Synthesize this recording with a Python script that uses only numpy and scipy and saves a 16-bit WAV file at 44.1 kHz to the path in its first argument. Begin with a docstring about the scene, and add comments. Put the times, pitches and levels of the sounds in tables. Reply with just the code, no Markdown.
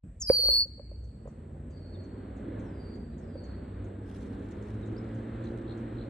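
"""A red-winged blackbird gives one loud, buzzy, falling whistle from a boardwalk in an open marsh.
A second vibration modulates its tone in pitch and level. Other birds answer and chip, blurred by
scattering in the reeds, while insects hiss over a low rumble. A distant engine revs up, eases off and
pulls again, sweeping its tones through fixed resonances. Fingers knock on the hand-held camera,
exciting the modes of its case, and rub it with a fine frictional crackle."""
import sys
import numpy as np
from scipy import signal
from scipy.fft import rfft, irfft, next_fast_len
from scipy.io import wavfile
from scipy.ndimage import uniform_filter1d, map_coordinates

SR = 44100
rng = np.random.default_rng(int(sys.argv[2]) if len(sys.argv) > 2 else 0)


def generate_wav(signal):
    """Clip the signal to [-1, 1] and save it as 16-bit WAV at the path in sys.argv[1]."""
    frames = np.transpose(np.atleast_2d(signal))
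    scaled = np.clip(frames, -1, 1) * 32767
    pcm = np.round(scaled).astype(np.int16)
    wavfile.write(sys.argv[1], SR, pcm)


N = 268569
TIME = np.arange(N) / SR


def amp(db):
    """Decibels to amplitude ratio."""
    return 10 ** (np.asarray(db) / 20)


def unit(x):
    """Normalisation to rms 1."""
    return x / np.sqrt(np.mean(x ** 2) + 1e-20)


def along(points, hz):
    """Interpolation of (Hz, value) points on a logarithmic frequency axis."""
    f, v = np.transpose(points)
    return np.interp(np.log(hz + 1), np.log(f + 1), v)


def curves(rows):
    """Linear interpolation in time of each column after the first."""
    s, *cols = np.transpose(rows)
    return [np.interp(TIME, s, c) for c in cols]


def ramp(start, rise_s):
    """Linear rise from 0 to 1."""
    return np.clip((TIME - start) / rise_s, 0, 1)


def envelope(start, end, attack_s, release_s):
    """Trapezoidal envelope, 0 to 1."""
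    return np.clip(np.minimum((TIME - start) / attack_s, (end - TIME) / release_s), 0, 1)


def during(rows):
    """Soft-edged gate over a table's time span."""
    return np.clip(np.minimum(TIME - rows[0][0], rows[-1][0] - TIME) / 0.0053 + .5, 0, 1)


def wobble(rate):
    """Smooth random modulation with rate knots a second."""
    return map_coordinates(rng.standard_normal(int(N * rate / SR) + 4), [TIME * rate])


def angle(hz):
    """Phase as the integral of frequency."""
    return 2 * np.pi * np.cumsum(hz) / SR


def filtered(x, response):
    """Filtering as multiplication by a frequency response."""
    m = next_fast_len(N + SR // 2)
    return irfft(rfft(x, m) * response(np.fft.rfftfreq(m, 1 / SR)), m)[..., :N]


def shaped(x, gains):
    """Zero-phase filtering by (Hz, dB) points."""
    return filtered(x, lambda hz: amp(along(gains, hz)))


def add(track, s, sound):
    """Superposition of a sound on a track at s seconds."""
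    part = track[..., round(s * SR):][..., :sound.shape[-1]]
    part += sound[..., :part.shape[-1]]


# Likeness of left and right. Each row: frequency in Hz, correlation (clipped to -1..1 in use).
CORRELATION = [(60, 1.0), (120, 0.99), (240, 1), (480, 0.76), (950, -0.36), (1890, 0.95), (3770, 0.6),
               (7520, 0.11), (15000, -1.8)]

def noise(spectrum, patchy_db):
    """Partly coherent stereo noise of rms 1, with drifting patches of gain."""
    z = signal.stft(rng.standard_normal((2, N)), nperseg=1024)[2]
    patches = uniform_filter1d(rng.standard_normal(z.shape[1:]), size=7, axis=0)
    patches = unit(uniform_filter1d(patches, size=9, axis=1))
    pair = signal.istft(z * amp(patchy_db * patches), nperseg=1024)[1][:, :N]

    def mid_side_gains(hz):
        turn = np.arccos(np.clip(along(CORRELATION, hz), -1, 1)) / 2
        return amp(along(spectrum, hz)) * [np.cos(turn), np.sin(turn)]

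    mid, side = filtered(pair, mid_side_gains)
    return unit(np.array([mid + side, mid - side]))


# Phase between the microphone ports. Each row: frequency in Hz, lead of the left in radians.
LEFT_LEAD = [(200, 0.5), (600, 0.5), (1200, 2), (1890, 1.2), (4050, 1.7), (4900, 1.4), (8000, 1.7),
             (10500, 2.6), (15000, 2.8)]

def ports(x, share):
    """Phase difference: a wave reaches the two ports out of step; share scales the lead."""
    return filtered(x, lambda hz: np.exp(.5j * share * along(LEFT_LEAD, hz) * np.array([[1], [-1]])))


# Echo of reeds and trees. Each row: frequency in Hz, time to decay by 60 dB in seconds.
MARSH_DECAY = [(500, .4), (3000, .9), (4450, 1.3), (5600, .6), (14000, .35)]

def outdoors(x, share, near_db, far_db):
    """Reverberation: scattering off nearby timber and far reeds adds two tails to the direct sound."""
    hz, t, z = signal.stft(rng.standard_normal((2, SR)), SR, nperseg=256)
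    far = signal.istft(z * amp(-60 * t / along(MARSH_DECAY, hz)[:, None]), SR, nperseg=256)[1][:, :SR]
    near = rng.standard_normal((2, SR)) * amp(-60 * np.arange(SR) / SR / 0.11)
    tail = amp(far_db) * far / np.linalg.norm(far[0]) + amp(near_db) * near / np.linalg.norm(near[0])
    return ports(x, share) + signal.fftconvolve(np.atleast_2d(x), tail, axes=1)[:, :N]


# Spectra of the background. Each row: frequency in Hz, relative spectral level in dB.
RUMBLE_SPECTRUM = [(20, -42), (33, -14), (48, 17.5), (66, 20), (95, 13), (135, 7), (250, -54)]
INSECT_SPECTRUM = [(3000, -15), (5000, -23), (7100, -18), (7800, 6.5), (8050, -4), (8350, 1.5),
                   (9000, -24.5), (10500, -32.5), (15000, -56)]

def air():
    """Steady broadband noise: low rumble, a faint wash of open air and insect hiss."""
    wash_spectrum = [(100, 1.5), (200, 7), (400, -6.5), (900, -21), (2500, -31.5), (5000, -46.5)]
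    rumble = amp(-47.5 + 0.5 * wobble(17)) * noise(RUMBLE_SPECTRUM, patchy_db=-0.65)
    wash = amp(-56) * noise(wash_spectrum, patchy_db=-3)
    return rumble + wash + amp(-79.5) * noise(INSECT_SPECTRUM, patchy_db=1)


# The dry hiss that opens the call. Each row: frequency in Hz, relative spectral level in dB.
HISS_SPECTRUM = [(3500, -47), (5000, -15), (6800, 0.5), (8300, -3), (11000, -14.5), (13500, -18.5),
                 (15500, -18)]

def throat_hiss():
    """Flow noise: air hisses through the bird's throat and decays exponentially."""
    start, fade_db_per_s = .2, 332.5
    level = ramp(start, rise_s=0.014) * amp(-45 - fade_db_per_s * np.clip(TIME - start, 0, None))
    return level * noise(HISS_SPECTRUM, patchy_db=2.5)[0]


# The near whistle's contour. Each row: time in seconds, pitch in Hz, relative level in dB.
WHISTLE = [(0.199, 7260, -54), (0.211, 6950, -35.5), (0.224, 6050, -28.5), (0.233, 5450, -39),
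           (.256, 5100, -40), (0.28, 4890, -31), (.305, 4800, -28.5), (0.345, 4650, -24),
           (.38, 4560, -24.5), (.42, 4490, -24.5), (.495, 4435, -21), (0.559, 4465, -21.5),
           (0.619, 4540, -22.5), (.642, 4480, -31), (0.659, 4420, -52)]

def blackbird():
    """Frequency and amplitude modulation: a second vibration flicks the pitch and pinches the level."""
    hz, db = curves(WHISTLE)
    start, end = WHISTLE[0][0], WHISTLE[-1][0]
    # the fast buzz breaks to about half its rate, and the two mingle for a moment
    fast_hz, slow_hz, break_s, mingle_s = 262, 121, .353, .075
    slow, fast = ramp(break_s, .012), 1 - ramp(break_s, mingle_s)
    depth = envelope(start, end, attack_s=.005, release_s=.035)
    buzz = angle((slow_hz + fast * (fast_hz / 2 - slow_hz)) * (1 + .025 * wobble(150)))
    slow_shake, fast_shake = slow * np.cos(buzz), np.cos(2 * buzz + 0.5)
    squeak = np.clip((hz - 4780) / 600, 0, 1)  # the high opening swings wider and is ragged
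    flick_hz = 148.8 * slow_shake + (fast * 115 + (1 - fast) * 70 + 130 * squeak) * fast_shake
    phase = angle(hz + depth * flick_hz + 12 * wobble(810))
    pinch = np.abs(1 - depth * (0.37 * slow_shake + (fast * 0.49 + (1 - fast) * 0.19) * fast_shake))
    flutter = during(WHISTLE) * amp(0.72 + (.7 + 1.3 * fast) * wobble(200))
    phase += .55 * squeak ** .5 * wobble(1000)
    hoarse_phase = phase + 0.45 * depth * np.sin(buzz) + 0.095 * wobble(1000)
    # the overtones follow the squeak's level, then hold a level of their own
    hold_s = 0.252
    edge = amp(-51) * envelope(hold_s, end, 0.026, 0.076) ** 2 + amp(db - 37.5) * (TIME < hold_s)
    overtones = edge * (amp(4.5) * np.sin(2 * hoarse_phase) + amp(9) * np.sin(3 * phase))
    overtones *= 1 + 0.23 * slow_shake + .15 * fast_shake
    # the whistle sounds wide and restless between the ears, then snaps into focus
    wide, lead_rad, scatter_rad = envelope(.255, .51, .02, .012), 2.9, .33
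    apart = wide * np.array([side * lead_rad / 2 + scatter_rad * wobble(45) for side in (1, -1)])
    sway_db = wide * 1.5 * wobble(25) * np.array([[1], [-1]])
    voice = flutter * (amp(db + sway_db + 0.54) * pinch * np.sin(phase + apart) + overtones)
    throat = [(3600, -13.5), (4020, -2), (4500, 0.5), (5050, -0.5), (7000, -3), (10000, 5),
              (11000, -14.5), (12300, -4), (13200, 4.5), (14300, -1), (15500, -27)]
    return outdoors(shaped(voice, throat) + throat_hiss(), share=1, near_db=-19, far_db=-30.5)


# Upper modes of the case. Each row: frequency in Hz, relative level in dB, 60 dB decay time in seconds.
CASE_MODES = [(869, -5.5, 0.011), (1094, -1, 0.0081), (1650, -7.5, 0.008), (2250, -6.5, 0.021)]
# Finger knocks. Each row: start in seconds, relative level in dB, click level relative to that in dB,
# click tilt in dB per octave, ring frequency in Hz, ring decay time in seconds.
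FINGER_KNOCKS = [(0.2996, -7, -17.5, 2.5, 528, 0.0094), (.347, -41, -18, 0, 517, 0.013),
                 (0.3893, -35.5, -18.5, -2, 502, 0.014), (0.4355, -35, -19, -2.5, 551, 0.0083),
                 (0.4543, -35.5, -8, -3.5, 537, .012), (0.486, -26, -7.5, -0.5, 557, 0.0056),
                 (0.497, -40, -13.5, -1.5, 545, .009), (0.502, -42, -3, -1.5, 528, 0.013),
                 (0.519, -42.5, -15, 0.5, 560, 0.0058), (.530, -42, -18.5, -3, 560, 0.0074),
                 (0.549, -45.5, -14.5, -2, 536, 0.011), (0.656, -45.5, -25, -3, 543, 0.0089),
                 (0.779, -47.5, -13, -6, 514, .008), (0.796, -38.5, -7.5, -10, 569, 0.0088),
                 (0.915, -40.5, -18, -3, 596, 0.0063), (1.2555, -35, -23, -9, 545, 0.0066),
                 (1.276, -38, -2, -14, 560, 0.006), (3.354, -33, -33, -10, 545, 0.008)]

def knocks(rise_s):
    """Impact excitation: the hollow case answers with a thump, a dull push, a click and a rattle."""
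    t = np.arange(SR // 5) / SR
    push = t / .0014 * np.exp(-t / .0014)
    rattle_t60 = 0.1
    body, clicks, shaken = np.zeros((3, N))
    for s, db, click_db, tilt_db, body_hz, ring_s in FINGER_KNOCKS:
        decay = np.exp(-(t / ring_s) ** 2) + amp(-22.5 - 60 * t / 0.056)
        ring_hz = body_hz * (1 - 0.2 * np.exp(-t / 0.0026))  # the finger's load starts the ring low
        thump = (1 - np.exp(-(t / rise_s) ** 2)) * decay * np.sin(angle(ring_hz))
        add(body, s, amp(db) * (thump - 0.55 * push))
        for hz, mode_db, t60 in CASE_MODES:
            struck_db = mode_db + tilt_db * np.log2(hz / CASE_MODES[0][0]) + rng.normal(0, 2)
            mode = amp(struck_db - 60 * t / t60) * np.sin(2 * np.pi * hz * t)
            add(clicks, s - .0006, amp(db + click_db) * mode)
        add(shaken, s, amp(-27 + 0.85 * db - 60 * t / rattle_t60))
    rattle_spectrum = [(300, -26), (480, 1), (600, 1), (800, -5.5), (1100, -10), (1500, -20.5),
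                       (2400, -26.5), (3200, -34), (6000, -63.5)]
    rattle = shaken * amp(2.8 * wobble(300)) * noise(rattle_spectrum, patchy_db=5)[0]
    soft_skin = [(600, 0), (800, -11.5), (1200, -8.5)]
    shell = [(300, -8), (700, 5), (2500, -6.5), (3100, -32), (6000, -26.5), (12000, -40)]
    return ports(shaped(body, soft_skin) + shaped(clicks, shell) + rattle, share=0.89)


# Engine speed. Each row: time in seconds, shaft turns per second.
SHAFT_SPEED = [(.3, 8.3), (.6, 13), (1, 20.4), (1.2, 25), (1.4, 28.3), (1.9, 29.7), (2.2, 33.6),
               (2.5, 35.4), (2.7, 34.2), (3.05, 28.6), (3.5, 32.2), (4.25, 33), (4.6, 34.7), (5, 37.2),
               (5.5, 38.2), (6.09, 38.4)]
# How well the engine's noise carries. Each row: time in seconds, gain in dB.
TRANSMISSION = [(.3, -12), (1.4, -4), (2, -3.5), (2.55, 1), (3.2, -0.5), (4.2, 0), (5, 0.5), (6.09, -0.5)]
# Deep tones. Each row: multiple of the shaft rate, cruising level in dB before the resonances,
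# growth in dB per doubling of speed.
DEEP_ORDERS = [(3, -42, 3), (5, -55.5, -8)]
# Upper tones. Each row: multiple of the shaft rate, level relative to the roar in dB before the
# resonances, change under load in dB.
UPPER_ORDERS = [(2, -10, -6), (3.2, -9.5, 5), (5.5, -11.5, -3), (6, -13, 8), (7, -14, -11.5),
                (7.5, -13.5, 7), (8, -4.5, -7.5), (8.5, -9.5, 7), (9, -14, 3.5), (10, -19.5, 0),
                (12, -16, -0.5), (14, -22.5, 2)]
# Resonances that the tones sweep through. Each row: frequency in Hz, gain in dB.
RESONANCES = [(44, -17.5), (56, 6), (66, 4), (77, -16.5), (92, -0.5), (106, 1), (116, 1), (130, -2.5),
              (146, 7), (168, -5.5), (196, 4.5), (214, 3.5), (232, 4), (256, -3.5), (283, -1), (310, -8),
              (342, 6), (400, 5.5)]
# Exhaust roar and the higher rush. Each row: frequency in Hz, relative spectral level in dB.
ROAR_SPECTRUM = [(60, -2), (130, -7), (230, 1), (340, -1), (440, -5.5), (540, -6.5), (680, -14.5),
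                 (1000, -20), (2000, -83.5)]
RUSH_SPECTRUM = [(300, -11.5), (700, 6.5), (1150, 5), (1600, 5), (2100, -1.5), (2700, -8), (4200, -12.5),
                 (5000, -34), (7000, -34.5), (8500, -25), (9500, -60.5), (14000, -53)]

def engine():
    """Forced vibration: multiples of the shaft rate sweep through resonances; noise grows with speed."""
    turns, carry_db = curves(SHAFT_SPEED)[0], curves(TRANSMISSION)[0]
    cruise_turns_per_s = 35
    doublings = np.log2(turns / cruise_turns_per_s)
    roar_db = -43.5 + 12 * doublings + carry_db
    rush_db = -58 + 19 * doublings + 1.2 * carry_db
    load = ramp(3.32, rise_s=0.88)  # in the last pull, several tones stand clear of the roar
    shaft = angle(turns * (1 + 0.0044 * wobble(14)))
    tones = np.zeros(N)
    for order, db, growth_db in DEEP_ORDERS:
        tone_db = db + growth_db * doublings + along(RESONANCES, order * turns) + 3.2 * wobble(12)
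        tones += amp(tone_db) * np.sin(order * shaft + 0.45 * wobble(22))
    for order, db, load_db in UPPER_ORDERS:
        tone_db = roar_db + db + load_db * load + along(RESONANCES, order * turns) + 3 * wobble(6)
        tones += amp(tone_db) * np.sin(order * shaft + .45 * wobble(9))
    drift = wobble(8)
    roar = amp(roar_db - load + 0.42 * drift) * noise(ROAR_SPECTRUM, patchy_db=2)
    rush = amp(rush_db + 0.9 * drift) * noise(RUSH_SPECTRUM, patchy_db=0.6)
    return tones + roar + rush


def glide(length, start_hz, end_hz, rasp_hz):
    """Exponential sweep: one swelling note, roughened by random frequency modulation."""
    u = np.linspace(0, 1, round(length * SR))
    rasp = rasp_hz * unit(uniform_filter1d(rng.standard_normal(SR // 4), size=30))[:len(u)]
    return np.abs(np.sin(np.pi * u)) ** 3.1 * np.sin(angle(start_hz * (end_hz / start_hz) ** u + rasp))


# Falling chips from the reeds. 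Each row: start in seconds, relative level in dB.
REED_CHIPS = [(.658, -64.5), (1.033, -66), (1.27, -61.5), (1.698, -65), (2.03, -65.5), (2.36, -63.5),
              (2.588, -61.5), (2.945, -67), (3.175, -60), (3.432, -61.5), (3.836, -63), (4.177, -62),
              (4.503, -60), (4.616, -61), (4.853, -62), (5.14, -63), (5.433, -60.5), (5.768, -63)]
# Scattered notes. Each row: start and length in seconds, first and last pitch in Hz, level in dB,
# rms pitch jitter in Hz.
BIRD_NOTES = [(1.927, 0.051, 4330, 3120, -64.5, 40.1), (3.095, 0.089, 3940, 4000, -76, 255),
              (4.816, .04, 4050, 3500, -62.5, 59), (4.961, 0.013, 4250, 5120, -60, 99),
              (4.971, 0.025, 5210, 5140, -58, 150.3)]
# A hoarse far bird. Each row: start and length in seconds, relative level in dB.
HOARSE_RATTLES = [(5.41, .09, -63), (5.665, .085, -60.5), (5.946, .12, -63)]

def small_birds():
    """Fast frequency sweeps make chips and notes; amplitude-modulated noise makes hoarse rattles."""
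    chips, others = np.zeros((2, N))
    for s, db in REED_CHIPS:
        add(chips, s - .003, amp(db - 7.5) * glide(0.025, start_hz=9900, end_hz=4700, rasp_hz=300))
    t = np.arange(SR // 4) / SR
    reed_tail = rng.standard_normal(len(t)) * amp(-60 * t / .2)
    chips += .9 * signal.fftconvolve(chips, reed_tail / np.linalg.norm(reed_tail))[:N]
    for s, length, start_hz, end_hz, db, rasp_hz in BIRD_NOTES:
        add(others, s, amp(db) * glide(length, start_hz, end_hz, rasp_hz))
    rasp = noise([(2400, -57.5), (3300, -6), (3800, -1), (4250, 4), (5000, -45)], patchy_db=1)[0]
    rasp *= 1 + np.sin(angle(65 + 6 * wobble(28)))
    for s, length, db in HOARSE_RATTLES:
        others += amp(db - 4) * np.sin(np.pi * np.clip((TIME - s) / length, 0, 1)) * rasp
    return outdoors(chips + others, share=.6, near_db=-5, far_db=-14)


# Answering calls. Each row: start and length in seconds, first and limiting pitch in Hz, time constant
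# of the fall in seconds, settled level in dB, swell as the pitch settles in dB, relative overtone in dB.
ANSWER_CALLS = [(1.691, 0.41, 4840, 4365, 0.076, -68, 6, -39),
                (2.618, 0.36, 6820, 4553, 0.062, -60, 22, -22),
                (3.195, 0.38, 6110, 4340, 0.084, -66.5, 14.5, -29.5)]

def answers():
    """The same modulated, falling tone from farther birds, blurred by reverberation in the reeds."""
    calls = np.zeros(N)
    for s, length, start_hz, final_hz, fall_s, db, swell_db, overtone_db in ANSWER_CALLS:
        hz = final_hz + (start_hz - final_hz) * np.exp(-np.clip(TIME - s, 0, None) / fall_s)
        unsettled = np.clip((hz - 4540) / 350, 0, 1)
        squeak = np.clip((hz - 5200) / 900, 0, 1)  # the high, ragged opening stands out of the dip
        jitter_hz = 35 + 40 * unsettled + 330 * squeak
        buzz = angle(125 + 8 * wobble(76))
        phase = angle(hz + 80 * np.sin(buzz) + jitter_hz * wobble(990))
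        shake = (1 - .35 * np.cos(buzz)) * amp(2.5 * wobble(45))
        gate = envelope(s, s + length, attack_s=0.054, release_s=0.063)
        level = gate * amp(db - swell_db * unsettled + 8.5 * np.sqrt(squeak))
        calls += level * shake * (np.sin(phase) + amp(overtone_db) * np.sin(2 * phase))
    return outdoors(calls, share=.7, near_db=-4, far_db=-5.5)


# Rubbing of the grip. Each row: time in seconds, level in dB.
RUB_LEVEL = [(4.02, -84), (4.1, -66), (4.13, -71), (4.24, -72), (4.36, -79), (4.43, -74), (4.57, -78),
             (4.7, -71.5), (4.8, -78), (5.1, -81.5), (5.6, -81.5), (6.09, -83)]
# Dry ticks of the grip. Each row: start in seconds, relative level in dB.
GRIP_TICKS = [(4.113, -51.5), (4.149, -58.5), (4.2198, -59), (4.325, -67), (4.519, -53.5), (4.569, -62),
              (4.626, -56), (4.6848, -62), (4.704, -53), (4.8155, -56), (5.043, -54.5), (5.09, -62.5),
              (5.4236, -57.5), (5.576, -53), (5.5862, -53.5), (5.915, -63.5)]

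def grip():
    """Friction: skin rubs and ticks on the case, and its tiny slips make a fine crackle."""
    slips_per_s, crackle_db, tick_t60 = 420, -10, 0.013
    t = np.arange(SR // 20) / SR
    spectrum = [(1000, -17), (3000, 13.5), (7000, 6), (9000, 4.5), (11500, 3), (13000, -11), (15000, -35)]
    rub = amp(curves(RUB_LEVEL)[0] + 3 * wobble(110)) * (TIME > RUB_LEVEL[0][0])
    slips = (rng.random(N) < slips_per_s / SR) * rng.standard_normal((2, N))
    crackle = amp(crackle_db) * rub * unit(shaped(slips, spectrum))
    ticks = np.zeros(N)
    for s, db in GRIP_TICKS:
        add(ticks, s, amp(db - 9 - 60 * t / tick_t60))
    return (rub + ticks) * noise(spectrum, patchy_db=-4) + crackle


def scene():
    """Superposition of birds, engine, air and handling at the two ports."""
    return blackbird() + answers() + small_birds() + engine() + air() + knocks(rise_s=.0016) + grip()


# Level difference between the ports. 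Each row: frequency in Hz, left minus right in dB.
BALANCE = [(110, 0), (200, -.5), (380, -2.3), (650, -2.4), (1100, .5), (2400, 0)]

def record(dry):
    """Band limiting: the camera sheds deep bass and top treble; its low mids lean to the right."""
    started = dry * envelope(.033, N / SR, .0044, .004)  # the camera starts a moment late
    low_cut, top_hz = [(18, -45), (27, -21), (34, -7), (46, 0)], 15700
    sides = np.array([[.5], [-.5]])
    response = lambda hz: (hz < top_hz) * amp(along(low_cut, hz) + along(BALANCE, hz) * sides)
    return filtered(started, response)


dry = scene()
out = record(dry)
generate_wav(out)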